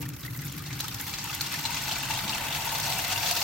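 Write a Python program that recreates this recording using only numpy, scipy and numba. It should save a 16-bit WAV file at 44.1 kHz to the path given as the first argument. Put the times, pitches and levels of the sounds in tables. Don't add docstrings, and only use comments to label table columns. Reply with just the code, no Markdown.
import sys
import numpy as np
from scipy import signal
from scipy.fft import rfft, irfft
from scipy.io import wavfile
from scipy.ndimage import uniform_filter1d
from numba import njit

SR = 44100
rng = np.random.default_rng(int(sys.argv[2]) if len(sys.argv) > 2 else 0)


def amplitude_ratio(level_db):
    exponent = np.asarray(level_db, float) / 20
    return 10 ** exponent


def master_out(mix):
    frames = np.transpose(np.atleast_2d(mix))
    ceiling = np.clip(frames, -1, 1)
    pcm = np.round(ceiling * 32767).astype(np.int16)
    wavfile.write(sys.argv[1], SR, pcm)


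N = 151263


def noise():
    return rng.standard_normal(N)


def unit(x):
    return x / np.sqrt(np.mean(x ** 2))


def curve(table, axis):
    table = np.array(table)
    return np.interp(np.arange(N) / SR, table[:, 0], table[:, axis])


def colour(x, points):
    hz, db = np.array(points).T
    octave = np.log2(np.arange(N // 2 + 1) * SR / N + 1)
    below = np.maximum(np.log2(hz[0]) - octave, 0)
    above = np.maximum(octave - np.log2(hz[-1]), 0)
    gain_db = np.interp(octave, np.log2(hz), db) - 11.8 * (below + above)
    return irfft(rfft(x) * amplitude_ratio(gain_db), N)


def ring(x, modes):
    return sum(amplitude_ratio(db) * signal.lfilter(*signal.iirpeak(hz, hz / w, SR), x) for hz, w, db in modes)


def peak(x, hz, width_hz):
    b, a = signal.iirpeak(hz, hz / width_hz, SR)
    return signal.lfilter(b, a, signal.lfilter(b, a, x))


def walk(rate_hz):
    hold = int(SR / rate_hz)
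    steps = np.repeat(rng.standard_normal(N // hold + 1), hold)
    return unit(uniform_filter1d(uniform_filter1d(steps, hold), hold)[:N])


def burst(at_s, db, decay_s):
    kick = np.zeros(N)
    kick[(at_s * SR).astype(int)] = amplitude_ratio(db)
    return signal.lfilter(np.ones(60) / 60, [1, -np.exp(-1 / (decay_s * SR))], kick)


@njit
def grains(n, at, step, decay, rise, size):
    y = np.zeros(n)
    for k in range(len(at)):
        level, phase, turn, i, soft = size[k], 0., step[k], at[k], 1.
        while level > size[k] * .01 and i < n:
            y[i] += level * (1 - soft) * np.sin(phase)
            phase += turn
            turn = min(turn * rise[k], 2.6)
            level *= decay[k]
            soft *= decay[k] ** 2
            i += 1
    return y


def bubbles(at_s, hz, cycles, size, rise=.1):
    tau = cycles / 2 * SR / hz
    start = (at_s * SR).astype(np.int64)
    climb = (1 + rise) ** (.5 / tau)
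    return grains(N, start, 2 * np.pi * hz / SR, np.exp(-1 / tau), climb, 1.77 * size)


def swarm(lo_hz, hi_hz, cycles, scatter_db, count):
    u = rng.random((count, 4))
    hz = lo_hz * (hi_hz / lo_hz) ** u[:, 1]
    size_db = scatter_db * np.minimum(-np.log(1 - u[:, 3]), 3.5)
    return unit(bubbles(u[:, 0] * N / SR, hz, cycles * (.5 + u[:, 2]), amplitude_ratio(size_db) * hz / lo_hz))


# pitch_hz, level_db
RUMBLE = [(20, -30), (33, -16), (48, -13), (62, -2.5), (120, -2), (210, -9), (310, -10), (400, -19)]
# start_s, level_db
GUST = [
    (0, -60),
    (1.6, -69),
    (1.9, -60),
    (2.4, -57),
    (3.43, -61),
]


def rumble():
    gust = unit(peak(noise(), 37, 33)) * amplitude_ratio(curve(GUST, axis=1))
    hiss = unit(ring(noise(), [(1410, 350, 11), (5000, 6000, -12)])) * amplitude_ratio(-58.5)
    machinery = unit(colour(noise() * amplitude_ratio(walk(2.73)), RUMBLE)) * amplitude_ratio(-46)
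    return machinery + hiss + gust


# pitch_hz, width_hz, level_db
COLUMN = [(110, 41, 2), (143, 16.4, 6), (182, 30, -2), (296, 11, -4)]
# start_s, level_db
BOOM = [
    (0, -33),
    (.14, -48),
    (.19, -59),
    (.25, -44),
    (.8, -45.5),
    (1.2, -46),
    (2.3, -46),
    (3.43, -47),
]
# start_s, peak_db, pitch_hz
THUDS = [(0.014, -32, 121.4), (0.072, -29, 148.4), (0.121, -34.5, 132), (0.235, -31.5, 125),
         (0.301, -29.5, 119), (0.378, -28.5, 143), (0.447, -30, 139), (0.561, -31.5, 152),
         (0.657, -32.5, 143), (0.71, -31, 127), (0.754, -30, 133.5), (0.941, -32.5, 110),
         (1.571, -31.5, 147), (2.128, -35.5, 123), (2.209, -39, 140), (0.483, -35.5, 132),
         (0.607, -34.5, 138.4), (1.474, -35.5, 140), (1.72, -35.5, 149), (1.964, -46, 116),
         (2.242, -33, 199), (2.29, -36.5, 198)]


def boom():
    hum = ring(ring(noise(), COLUMN), [(131.0, 77, 0.049), (264.0, 36, -1.6)])
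    hum = unit(hum) * amplitude_ratio(curve(BOOM, axis=1) + 0.5)
    s, db, hz = np.array(THUDS).T
    thud = bubbles(s, hz, 6.6, amplitude_ratio(db + 0.9), rise=0.012)
    overtone = bubbles(s, 285 + 0 * s, 16.5, amplitude_ratio(db - 11.5), rise=0.016)
    return hum + thud + overtone


# pitch_hz, width_hz, level_db
MOUTH = [(785, 50, -5), (870, 50, -4), (922, 32, 1)]
# pitch_hz, width_hz, level_db
DEEP = [(486, 220, -8), (568, 77, -23), (687, 105, -9), (758, 22, -3.5)]


def slosh(lump, own, far_db):
    drive = noise() * amplitude_ratio(1.6 * lump + 0.65 * own)
    mouth = unit(ring(ring(drive, MOUTH), [(819, 74, 0)]))
    deep = unit(ring(ring(drive, DEEP), [(722, 124, 0)]))
    return mouth + amplitude_ratio(4 - 2.11 * far_db) * deep


# start_s, peak_db
PUFFS = [(0.0154, -29.5), (0.0887, -30.5), (0.3247, -41), (0.373, -31), (0.5237, -31.5), (0.805, -21),
         (0.881, -24.5), (0.9436, -27), (1.01, -23), (1.3473, -21.5), (1.413, -21.5), (1.4676, -38),
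         (1.5394, -27), (1.8223, -29), (1.9849, -25.5), (2.7257, -27), (2.7995, -22), (2.9836, -21),
         (3.1258, -35), (3.311, -17.5), (0.1371, -37.5), (0.1932, -40), (0.207, -35), (0.417, -31.5),
         (0.4509, -31), (0.5931, -35.5), (1.1124, -45), (1.2405, -24.5), (1.717, -45), (2.028, -26),
         (2.0951, -37), (2.137, -28.5), (2.8554, -28), (2.9018, -28)]


def puffs():
    return burst(*np.array(PUFFS).T, decay_s=0.0032) * amplitude_ratio(-4)


# pitch_hz, level_db
SPRAY = [(3000, -50), (7000, -9.5), (10000, -0.5), (11500, 5.5), (13500, 8.5), (16500, 4)]
# pitch_hz, level_db
TICK = [(4000, -21), (6500, 1), (9500, -3.5), (12000, 2.5), (16500, 0)]


def spray(lump, own, puff, level_db):
    drops = swarm(5800, 18400, 2.7, 5.0, count=3500) + amplitude_ratio(6.0) * noise()
    fine = unit(colour(drops * amplitude_ratio(1.94 * lump + 2.0 * own), SPRAY))
    return fine * amplitude_ratio(level_db + 0.5) + puff * unit(colour(noise(), TICK))


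# pitch_hz, level_db per hertz
SPLASH = [(500, -12.5), (1100, -3.5), (1800, -3), (2700, -2), (4500, -2.5), (6500, -5.5), (8500, -10.5),
          (10000, -18)]


def splash_colour(x):
    return unit(colour(x, SPLASH))


# start_s, peak_db, pitch_hz
GULPS = [(0.012, -29.5, 288.3), (0.013, -42, 490), (0.518, -35.5, 290), (0.25, -28.5, 1850),
         (0.279, -25.5, 2015), (0.35, -30.5, 2020), (0.394, -34, 2070), (0.825, -34, 1320),
         (0.844, -27, 1260), (1.298, -26.5, 1214), (0.6, -33, 1210), (0.999, -26.5, 1670),
         (1.297, -19, 2660), (1.645, -24.5, 880), (1.692, -23, 932), (1.884, -25, 863), (2.1, -18.5, 890),
         (2.296, -23, 883), (2.33, -19.5, 2800), (2.723, -20, 893), (2.875, -21.5, 868), (3.159, -17, 2730),
         (3.232, -20.5, 870), (0.831, -29.5, 856), (1.245, -28, 930), (1.921, -30.5, 747),
         (2.175, -25.5, 877), (2.4, -25.5, 936), (2.67, -21, 907), (2.973, -27, 755), (3.313, -23, 707),
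         (3.373, -31.5, 710), (3.415, -26, 813)]


def gulps():
    s, db, hz = np.array(GULPS).T
    return bubbles(s, hz, 14.7, amplitude_ratio(db - 6), rise=0.021)


# start_s, peak_db, bubble pitch_hz
SPLATS = [(0.014, -35.5, 1960), (0.0885, -43, 2700), (0.231, -30, 3760), (0.417, -31, 1940),
          (0.7048, -26.5, 2015), (0.8009, -18.5, 3910), (0.881, -24.5, 3450), (0.9438, -27, 5450),
          (1.137, -19, 3940), (1.1843, -22, 4900), (1.2466, -26.5, 2580), (1.3415, -34, 3480),
          (1.4077, -15.5, 4350), (1.468, -46, 2630), (1.5394, -23.5, 2070), (1.588, -29, 2730),
          (1.6516, -16, 3930), (1.7693, -21, 2470), (1.8934, -27.5, 3720), (1.911, -19.5, 3070),
          (2.0317, -21.5, 2710), (2.106, -19, 2640), (2.1476, -20.5, 3680), (2.188, -21, 3660),
          (2.2772, -19.5, 3600), (2.2935, -17.5, 3600), (2.7978, -22.5, 3620), (2.989, -20.5, 2730),
          (3.047, -32, 4160), (3.309, -15.5, 4270), (0.0266, -32, 2590), (0.1338, -34, 5520),
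          (0.196, -36, 4970), (0.389, -30, 5660), (0.478, -35, 5250), (0.5328, -35, 2680),
          (0.5803, -33, 3780), (0.7274, -26, 5770), (0.8425, -28, 4650), (1.077, -29, 3400),
          (1.4955, -32, 5240), (1.9655, -38, 5300), (2.243, -26.5, 3500), (2.5256, -21, 3380),
          (2.8569, -23.5, 2350), (3.126, -21, 4550), (3.2292, -24, 2580), (3.259, -17, 4460),
          (3.297, -22.5, 3740), (3.4143, -22, 4570)]


def splats():
    s, db, hz = np.array(SPLATS).T
    u = rng.random((len(s), 18)).reshape(-1, 6, 3).T
    at_s = s + 0.015 * u[0] ** 2
    pitch_hz = hz * 1.686 ** (u[1] - .45)
    size = amplitude_ratio(db - 8.5 - 7.3 * u[2])
    cluster = bubbles(at_s.ravel(), pitch_hz.ravel(), 18, size.ravel())
    lead = bubbles(s, hz, 26, amplitude_ratio(db - 6), rise=0.064)
    hiss = splash_colour(noise()) * burst(s, db - 13, 0.0089)
    return amplitude_ratio(-2) * (lead + cluster) + hiss


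def lumps():
    kicks = (rng.random(N) < 50 / SR) * rng.random(N)
    x = signal.lfilter([1], [1, -np.exp(-1 / (0.0047 * SR))], kicks)
    x = uniform_filter1d(x, size=130)
    x = 2.3 * unit(x - x.mean()) + .5 * walk(20) + 0.62 * walk(60)
    return 1.48 * np.tanh(x / 2.4)


def shared_flow():
    swell = burst(np.array(SPLATS)[:, 0], 0, 0.0049) - 0.15
    return 0.62 * lumps() + 0.8 * swell


# pitch_hz, width_hz, level_db
CROSS = [(1485, 60, 0), (2050, 90, 0), (2335, 70, -0.5), (2620, 90, 4.5), (2805, 70, 2.5), (3375, 70, -1),
         (3700, 100, -2), (4200, 120, 0), (4520, 100, 2), (5570, 300, -7)]


def cross_modes():
    return [(hz, w, amplitude_ratio(db + 1.5 * walk(2.91))) for hz, w, db in CROSS]


# start_s, level_db
BRIGHT = [
    (0, 0),
    (1.5, -0.5),
    (2.1, -1.5),
    (2.5, -5.5),
    (2.9, 0),
    (3.2, -2.5),
    (3.43, 3),
]


def splash(lump, own, cross, far_db):
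    cycles, scatter_db = 13.24, 1.5
    low = swarm(711, 2390, cycles, scatter_db, count=1600)
    low = low * amplitude_ratio(0.83 * lump + 0.18 * own[0] + 0.44 * far_db)
    high = swarm(2397, 9890, cycles, scatter_db, count=4000) * amplitude_ratio(1.15 * lump + 1.93 * own[1])
    slap = noise() * amplitude_ratio(1.93 * lump + 1.8 * own[1])
    x = splash_colour(low + amplitude_ratio(8.5) * high + amplitude_ratio(12.5) * slap)
    rung = unit(sum(gain * peak(x, hz, 1.6 * w) for hz, w, gain in cross))
    x = unit(x + amplitude_ratio(-10.6 - 0.25 * far_db) * rung)
    return x + (amplitude_ratio(curve(BRIGHT, axis=1)) - 1) * peak(x, 5060, 8200)


# start_s, splash level_db, mouth in view_db, spray share_db
APPROACH = [(0, -55.5, -10, 7), (.035, -44, -1, -4), (.07, -53, -15, -1), (.13, -51, -13, -4),
            (.18, -54.5, -21, 3), (.26, -49, -24, 0.5), (.62, -46, -15, -4), (.8, -41.5, -11, -4),
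            (1.3, -38.5, -7.5, -7), (1.65, -34.5, -7, -9), (2.4, -34, -4, -9.5), (2.95, -31.5, -7, -8),
            (3.3, -31, -9.5, -7.5), (3.43, -31, -7, -5)]


def stream(lump, own, puff, cross):
    db, view_db, spray_db = [curve(APPROACH, axis=k) for k in (1, 2, 3)]
    far_db = db.max() - uniform_filter1d(db, size=9000)
    lump = lump * (1 + 0.12 * far_db)
    wet = amplitude_ratio(-0.05) * splash(lump, own, cross, far_db)
    hollow = amplitude_ratio(view_db - 3.5) * slosh(lump, own[0], far_db)
    return amplitude_ratio(db) * (wet + hollow) + spray(lump, own[2], puff, db + spray_db)


def echo(x):
    n = np.arange(2048)
    scatter = rng.standard_normal(2048) * np.exp(-n / SR / 0.015)
    return signal.fftconvolve(x, scatter / np.sqrt(np.sum(scatter ** 2)))[:N]


# pitch_hz, left over right level_db
LEAN = [(120, -0.8), (250, -5.5), (500, 1), (1400, 1), (2800, 4.5), (6000, 2.5), (10000, 3), (14000, -3.5)]


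def lean(x, share):
    return colour(x, [(8.3, 0)] + [(hz, share * db) for hz, db in LEAN] + [(SR / 2, 0)])


# pitch_hz, side over mid level_db
WIDTH = [(35, -19), (65, -16.5), (140, -16.5), (280, -5), (480, -6), (700, -10), (1300, -4.5), (2400, -5.5),
         (5000, -1.5), (12000, 1)]


def scene():
    lump, own = shared_flow(), [lumps() for _ in range(3)]
    big, puff, cross = splats() + gulps(), puffs(), cross_modes()
    column = boom()
    mid = column + rumble() + stream(lump, own, puff, cross) + big
    side = colour(column + rumble() + stream(lump, own, puff, cross) + echo(big), WIDTH)
    turn_db = 0.3 * (np.arange(N) - N / 2) / SR
    left = lean(mid + side, 0.4) * amplitude_ratio(turn_db / 2)
    right = lean(mid - side, -0.4) * amplitude_ratio(-turn_db / 2)
    return np.array([left, right])


def top_cut(x):
    return signal.sosfilt(signal.butter(12, 17020, fs=SR, output="sos"), x)


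def record(dry):
    low_pass = signal.ellip(10, .2, 60, 15900, fs=SR, output="sos")
    mix = signal.sosfilt(low_pass, dry)
    return top_cut(mix)


dry = scene()
out = record(dry)
master_out(out)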